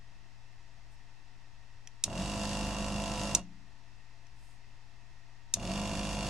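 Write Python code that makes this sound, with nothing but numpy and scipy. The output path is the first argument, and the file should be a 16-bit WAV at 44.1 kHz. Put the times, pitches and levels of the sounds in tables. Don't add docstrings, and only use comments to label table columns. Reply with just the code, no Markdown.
import sys
import numpy as np
from scipy import signal
from scipy.fft import rfft, irfft, next_fast_len
from scipy.io import wavfile

SR = 44100
rng = np.random.default_rng(int(sys.argv[2]) if len(sys.argv) > 2 else 0)


def file_out(sig):
    cols = np.atleast_2d(sig).T
    lim = np.clip(cols, -1, 1)
    pcm = np.round(lim * 32767).astype(np.int16)
    wavfile.write(sys.argv[1], SR, pcm)


N = 277389
TIME = np.arange(N) / SR

# power on in seconds, power off in seconds, full speed in turns per second.
PUMP_RUNS = [(2.0404, 3.35, 51.25), (5.5381, 7, 51.02)]
# time in seconds, relative level in dB.
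LOAD_STROKES = [(2.08, 7.5), (5.5711, 2)]


def pumping():
    return sum(pump(run, stroke) for run, stroke in zip(PUMP_RUNS, LOAD_STROKES))


RATED_TURNS_PER_S = 51.3
FORCE_ATTACK_S, FORCE_POWER, FORCE_RELEASE_S = 0.022, 1, 0.053
FLOW_ATTACK_S, FLOW_POWER, FLOW_RELEASE_S = 0.0087, 2.5, 0.037


def pump(run, first_stroke):
    on_s, off_s, full_speed = run
    turns_per_s = motor(on_s, off_s, full_speed)
    turns = np.cumsum(turns_per_s) / SR
    rate = turns_per_s / RATED_TURNS_PER_S
    force = rate ** FORCE_POWER * envelope(on_s, off_s, FORCE_ATTACK_S, FORCE_RELEASE_S)
    flow = rate ** FLOW_POWER * envelope(on_s, off_s, FLOW_ATTACK_S, FLOW_RELEASE_S)
    harmonics = drone(turns, rate, wobble_turns=0.0015, flutter_db=2.25, delay_turns=0.0918, dispersion=0.01803)
    shake = amp(-40.5) * force * rate ** 0.86 * harmonics
    body = shake + case_knocks(turns, force, first_stroke) + housing_rattle(force)
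    valves = valve_slaps(turns, force)
    return body * pan(db=-1) + valves * pan(db=-1.5) + exhaust_air(turns, flow)


KICK_SHARE, SPIN_UP_S, SPIN_UP_EXPONENT = 0.41, 0.1, 1.7
COAST_S = 0.17


def motor(on_s, off_s, full_speed):
    running = np.maximum(TIME - on_s, 0)
    coasting = np.maximum(TIME - off_s, 0)
    spin_up = 1 - (1 - KICK_SHARE) * np.exp(-(running / SPIN_UP_S) ** SPIN_UP_EXPONENT)
    slowing = np.maximum(1 - (coasting / COAST_S) ** 2, 0)
    return (running > 0) * full_speed * spin_up * slowing


def envelope(on_s, off_s, attack_s, release_s):
    attack = 1 - np.exp(-np.maximum(TIME - on_s, 0) / attack_s)
    release = np.exp(-(np.maximum(TIME - off_s, 0) / release_s) ** 2)
    return attack * release


# frequency as a multiple of the rated turn rate, relative level in dB.
CRANK_HARMONICS = [(1, -1.5), (2, -13), (3, -9), (4, 3.5), (5, -11.5), (6, -10), (7, -23.5), (8, -18.5),
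                   (9, -37), (10, -10), (11, -7), (12, -39.5), (13, -0.5), (14, -11.5), (15, -26.5),
                   (16, -41.5), (17, -10), (18, -21.5), (19, -14.5), (20, -14), (21, -26), (22, -14.5),
                   (23, -24), (24, -57), (25, -37), (26, -15.5)]


def drone(turns, rate, wobble_turns, flutter_db, delay_turns, dispersion):
    knots = np.arange(0, N / SR + 1, 1 / 16)
    out, on = np.zeros(N), rate > 0
    shaky = (turns + wobble_turns * drift(30))[on]
    for k, _ in CRANK_HARMONICS:
        db = np.interp(k * rate[on], *np.transpose(CRANK_HARMONICS))
        flutter = np.interp(TIME[on], knots, rng.standard_normal(len(knots)))
        phase_turns = round(k) * (shaky - delay_turns - dispersion * k)
        out[on] += amp(db + flutter_db * flutter) * np.cos(2 * np.pi * phase_turns)
    return out


# share of the turn, relative level in dB.
CRANK_KNOCKS = [(0.038, 1.5), (0.26, 3), (0.482, -4), (.63, -11.5), (0.788, -5.5)]
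# frequency in Hz, relative level in dB, t60 in seconds.
CASE_MODES = [(126, 3.5, 0.11), (178.2, -8.5, .55), (207.2, -23.5, .9), (264, -25, 1.1), (282.3, -23, 1.1),
              (324, -21, 0.62), (380, -8.5, 0.062), (584, -4.5, 0.046), (666, -1, 0.03), (930, -12, 0.024),
              (1022, -5.5, 0.012), (1298, -13.5, 0.023)]


def case_knocks(turns, force, first_stroke):
    knocks = force * blows(turns, CRANK_KNOCKS, scatter_db=2.1, jitter_s=0.00009, limp_db=1.8)
    stroke_s, stroke_db = first_stroke
    knocks[round(stroke_s * SR)] += amp(stroke_db)
    return amp(-43.5) * signal.oaconvolve(knocks, ring(CASE_MODES, size=SR))[:N]


# frequency in Hz, relative density in dB per Hz.
AIR_SPECTRUM = [(400, -49), (1200, -12.5), (1820, -1), (2140, -10), (2600, -3.5), (3150, -4.5), (4020, 0.5),
                (4480, 0.5), (6000, -3), (7480, -5), (10200, -15.5), (12000, -23.5), (14200, -41.5),
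                (16000, -69.5)]
# frequency in Hz, width in Hz, height in dB.
EXHAUST_PEAKS = [(4150, 300, -10.5), (6600, 307, 1), (7640, 140, -3), (8950, 360, -1.5), (9970, 130, 9)]
# time in seconds, height in dB.
AIR_SURGES = [(2.5, 2), (3.25, 2.5), (5.9, 0)]
SURGE_S = 0.08


def exhaust_air(turns, flow):
    surge_db = sum(db * np.exp(-((TIME - s) / SURGE_S) ** 2) for s, db in AIR_SURGES)
    number, cycle = np.divmod(turns + 0.529, 1)
    strength = amp(2.7 * np.tanh(rng.standard_normal(400)))[number.astype(int)]
    puffs = 1 + 2.5 * strength * (1 - np.exp(-cycle / 0.025)) * np.exp(-cycle / 0.08)
    turbulence = amp(1.2 * drift(250) + 0.7 * drift(12))
    return amp(-47.5) * flow * amp(surge_db) * puffs * turbulence * noise(AIR_SPECTRUM, EXHAUST_PEAKS)


# share of the turn, relative level in dB.
FLAP_SLAPS = [(.49, -2), (0.0669, -7), (0.66, -5)]
# frequency in Hz, relative level in dB, t60 in seconds.
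VALVE_MODES = [(2731, -8.5, 0.036), (2787, 6.5, 0.048), (2910, -4, 0.045), (3404, -0.5, 0.044),
               (4340, -2, 0.045), (5820, -8.5, .035), (6800, -8.5, .01), (7900, -28.5, 0.031),
               (9950, -24.5, 0.021)]


def valve_slaps(turns, force):
    slaps = force * blows(turns, FLAP_SLAPS, scatter_db=1.7, jitter_s=0.00005, limp_db=0.8)
    t = TIME[:4096]
    head = ring_at_ports(VALVE_MODES, lag_s=0.00003)
    cover = noise(AIR_SPECTRUM, EXHAUST_PEAKS, size=4096) * amp(-60 * t / 0.036) * (1 - np.exp(-t / 0.00018))
    return signal.oaconvolve(slaps[None], amp(-46.5) * head + amp(-43) * cover, axes=1)[:, :N]


# frequency in Hz, relative density in dB per Hz.
RATTLE_SPECTRUM = [(30, -29), (70, -2.5), (130, -1), (220, -5.5), (330, -6.5), (440, -19), (620, -11),
                   (800, -11), (1050, -10.5), (1500, -25), (2200, -59), (5000, -82)]


def housing_rattle(force):
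    return amp(-44.0) * force * noise(RATTLE_SPECTRUM)


# time in seconds, relative level in dB, contact time in seconds,
# left-right difference in dB, ringing of the switch cap in dB.
SWITCH_SNAPS = [(2.0384, -21, 0.0022, 1, 2.5), (3.349, -20, 0.0028, -1.5, 11.5),
                (5.5384, -23, 0.0028, 3.5, 10)]
# frequency in Hz, relative level in dB, t60 in seconds.
HANDLE_MODES = [(1950, -24, 0.013), (2620, -6, 0.02), (3763, 2.5, 0.018), (4340, -6, 0.0164),
                (5460, 3, 0.013), (7330, 1, 0.0067), (8200, 7, 0.011), (9000, 6, 0.014),
                (9700, 1.5, 0.0092), (10060, -18.5, .016)]
# frequency in Hz, relative level in dB, t60 in seconds.
CAP_MODES = [(5866, 14.5, 0.01), (6300, -3, 0.014), (6740, 2.5, 0.031)]
# frequency in Hz, relative density in dB per Hz.
CRACK_SPECTRUM = [(300, -11), (1600, -19), (2500, -17.5), (6000, 2), (9000, -6), (12000, -13),
                  (16000, -25.5)]
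# frequency in Hz, relative density in dB per Hz.
SCATTER_SPECTRUM = [(300, -20), (1500, -15.5), (2600, -7), (6000, 1), (9500, -6), (12500, -23),
                    (15000, -43)]
# time in seconds, relative level in dB,
# left-right difference in dB.
LIGHT_TAPS = [(1.8734, -37, -2), (4.268, -58, 13)]
# frequency in Hz, relative level in dB, t60 in seconds.
LEVER_MODES = [(1930, -9.5, .02), (2500, -5, 0.014), (3230, -4.5, 0.016), (4940, -7, .012),
               (5770, 1.5, 0.015), (6000, -2, .012), (6700, -3, .012), (7490, -9, .01), (10640, -15, 0.03)]


def clicks():
    out, t = np.zeros((2, N)), np.arange(4096) / SR
    damping = 0.2 + 0.8 * np.exp(-(t / 0.005) ** 4)
    for s, db, contact_s, pan_db, cap_db in SWITCH_SNAPS:
        handle = ring_at_ports(HANDLE_MODES, lag_s=0.00004) * (1 - np.exp(-t / 0.00079))
        cap = ring_at_ports(CAP_MODES, lag_s=0.00004) * (1 - np.exp(-(t / contact_s) ** 2))
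        modes = (handle + amp(cap_db) * cap) * damping
        crack = noise(CRACK_SPECTRUM, size=4096) * np.exp(-(t / (2 * contact_s)) ** 2)
        scatter = noise(SCATTER_SPECTRUM, size=4096) * (1 - np.exp(-t / 0.0017)) * np.exp(-t / 0.011)
        add(out, s, amp(db) * pan(pan_db) * (modes + amp(-6.5) * crack + amp(-11.0) * scatter))
    for s, db, pan_db in LIGHT_TAPS:
        lever = ring_at_ports(LEVER_MODES, lag_s=0.00003) * (1 - np.exp(-t / 0.0006))
        add(out, s, amp(db) * pan(pan_db) * lever * damping)
    return out


# start in seconds, length in seconds, level in dB.
FLUX_SIZZLES = [(0.883, 0.095, -76), (4.295, 0.35, -73)]
# frequency in Hz, relative density in dB per Hz.
SIZZLE_SPECTRUM = [(4000, -28), (6500, 4), (8500, 6), (11000, -1), (15000, -16)]


def sizzles():
    out = np.zeros((2, N))
    for s, length_s, db in FLUX_SIZZLES:
        size = int(length_s * SR)
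        add(out, s, amp(db) * signal.windows.hann(size) * noise(SIZZLE_SPECTRUM, size=size))
    return out


# frequency in Hz, relative density in dB per Hz.
QUIET_SPECTRUM = [(88, -62.5), (150, -1.5), (193, -1), (359, -7), (436, -12.5), (631, -9.5), (668, -4),
                  (912, -5.5), (1450, -11), (1830, -14), (2360, -11), (2650, -12.5), (3220, -11.5),
                  (5540, -11.5), (15500, -42.5)]
# frequency in Hz, width in Hz, height in dB.
FAN_PEAKS = [(407, 6.7, 7.5), (683, 9.3, 8.5), (877, 17, 5.5), (934, 31, 8.5), (1853, 240, 13.5),
             (2063, 56, 7.5), (2630, 160, 10)]
# frequency in Hz, relative density in dB per Hz.
RUMBLE_SPECTRUM = [(5, 2.5), (20, 3), (32, -9), (43, 5), (60, -12.5), (90, -9.5), (150, -24), (250, -38),
                   (900, -100)]
# time in seconds, relative level in dB.
HAND_BUMPS = [(.12, -66), (.62, -66), (1.24, -73), (1.76, -62), (4.33, -58)]


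def background():
    hum = amp(-62.0 + 0.5 * drift(6)) * np.sin(2 * np.pi * 120 * TIME)
    swell = amp(-61.5) + sum(amp(db) * np.exp(-((TIME - s) / 0.057) ** 2) for s, db in HAND_BUMPS)
    rumble = swell * noise(RUMBLE_SPECTRUM)
    wash = amp(-64.0) * noise(QUIET_SPECTRUM, FAN_PEAKS)
    return hum * pan(db=-1.1) + rumble * pan(db=-8.5) + wash


# frequency in Hz, t60 in seconds.
ROOM_T60 = [(150, 0.89), (290, 0.93), (700, 0.16), (6000, 0.22), (14000, 0.029)]


def room(x, early_db):
    taps = rng.standard_normal((2, SR // 2)) * (rng.random((2, SR // 2)) < 1 / 8)
    hz, t, bands = signal.stft(taps, SR, nperseg=256)
    decay = amp(-60 * t / read(ROOM_T60, hz)[:, None])
    tail = signal.istft(bands * decay, SR, nperseg=256)[1]
    t = np.arange(tail.shape[1]) / SR
    tail *= (t > 0.003) * (1 + amp(early_db) * np.exp(-t / 0.012))
    return signal.oaconvolve(x, tail / np.linalg.norm(tail[0]), axes=1)[:, :N]


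def blows(turns, pattern, scatter_db, jitter_s, limp_db):
    out, number = np.zeros(N), np.arange(int(turns[-1]) + 1)
    for share, db in pattern:
        size, late = np.clip(rng.standard_normal((2, len(number))), -1.5, 1.5)
        at = np.searchsorted(turns, number + share) + np.round(late * jitter_s * SR).astype(int)
        strength = amp(db + scatter_db * size + limp_db * (-1) ** number)
        inside = at < N
        np.add.at(out, at[inside], strength[inside])
    return out


def ring(modes, size, lag_s=0):
    t = np.maximum(np.arange(size) / SR - lag_s, 0)
    return sum(amp(db - 60 * t / t60) * np.sin(2 * np.pi * hz * t) for hz, db, t60 in modes)


def ring_at_ports(modes, lag_s):
    return np.array([ring(modes, size=4096, lag_s=lag) for lag in (lag_s, 0)])


# frequency in Hz, correlation from 0 to 1.
PORT_LIKENESS = [(60, 1), (300, 0.9), (700, 0.84), (1400, 0.66), (3000, 0.58), (4500, 0.11), (8000, 0.9),
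                 (15000, 0.52)]


def noise(spectrum, peaks=(), size=N):
    length = 2 * next_fast_len(size // 2 + 1)
    hz = np.fft.rfftfreq(length, 1 / SR)
    left, other = rfft(rng.standard_normal((2, length)))
    same = np.clip(read(PORT_LIKENESS, hz), -1, 1)
    right = same * left + np.sqrt(1 - same ** 2) * other
    resonance_db = sum(height / (1 + (2 * (hz - f) / width) ** 2) for f, width, height in peaks)
    colour = amp(read(spectrum, hz) + resonance_db)
    return unit(irfft(np.array([left, right]) * colour)[:, :size])


def drift(hz):
    length = next_fast_len(N)
    below = np.fft.rfftfreq(length, 1 / SR) < hz
    return unit(irfft(rfft(rng.standard_normal(length)) * below, length)[:N])


def amp(db):
    return 10 ** (np.asarray(db) / 20)


def unit(x):
    return x / np.sqrt(np.mean(x ** 2) + 1e-20)


def read(points, hz):
    f, value = np.transpose(points)
    return np.interp(np.log(hz + 1), np.log(f + 1), value)


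def add(mix, s, sound):
    part = mix[:, round(s * SR):][:, :sound.shape[1]]
    part += sound[:, :part.shape[1]]


def pan(db):
    return amp([[db / 2], [-db / 2]])


def scene():
    pumps = pumping()
    trigger = clicks()
    reflected = room(amp(-26.0) * pumps + amp(-19.0) * trigger, early_db=8.0)
    return pumps + trigger + reflected + sizzles() + background()


EDGE_HZ = 15900


def record(dry):
    offset = np.array([[-0.005], [-0.0008]])
    low_pass = signal.firwin(511, EDGE_HZ, window=("kaiser", 9), fs=SR)
    return offset + signal.oaconvolve(dry, low_pass[None], "same")


dry = scene()
out = record(dry)
file_out(out)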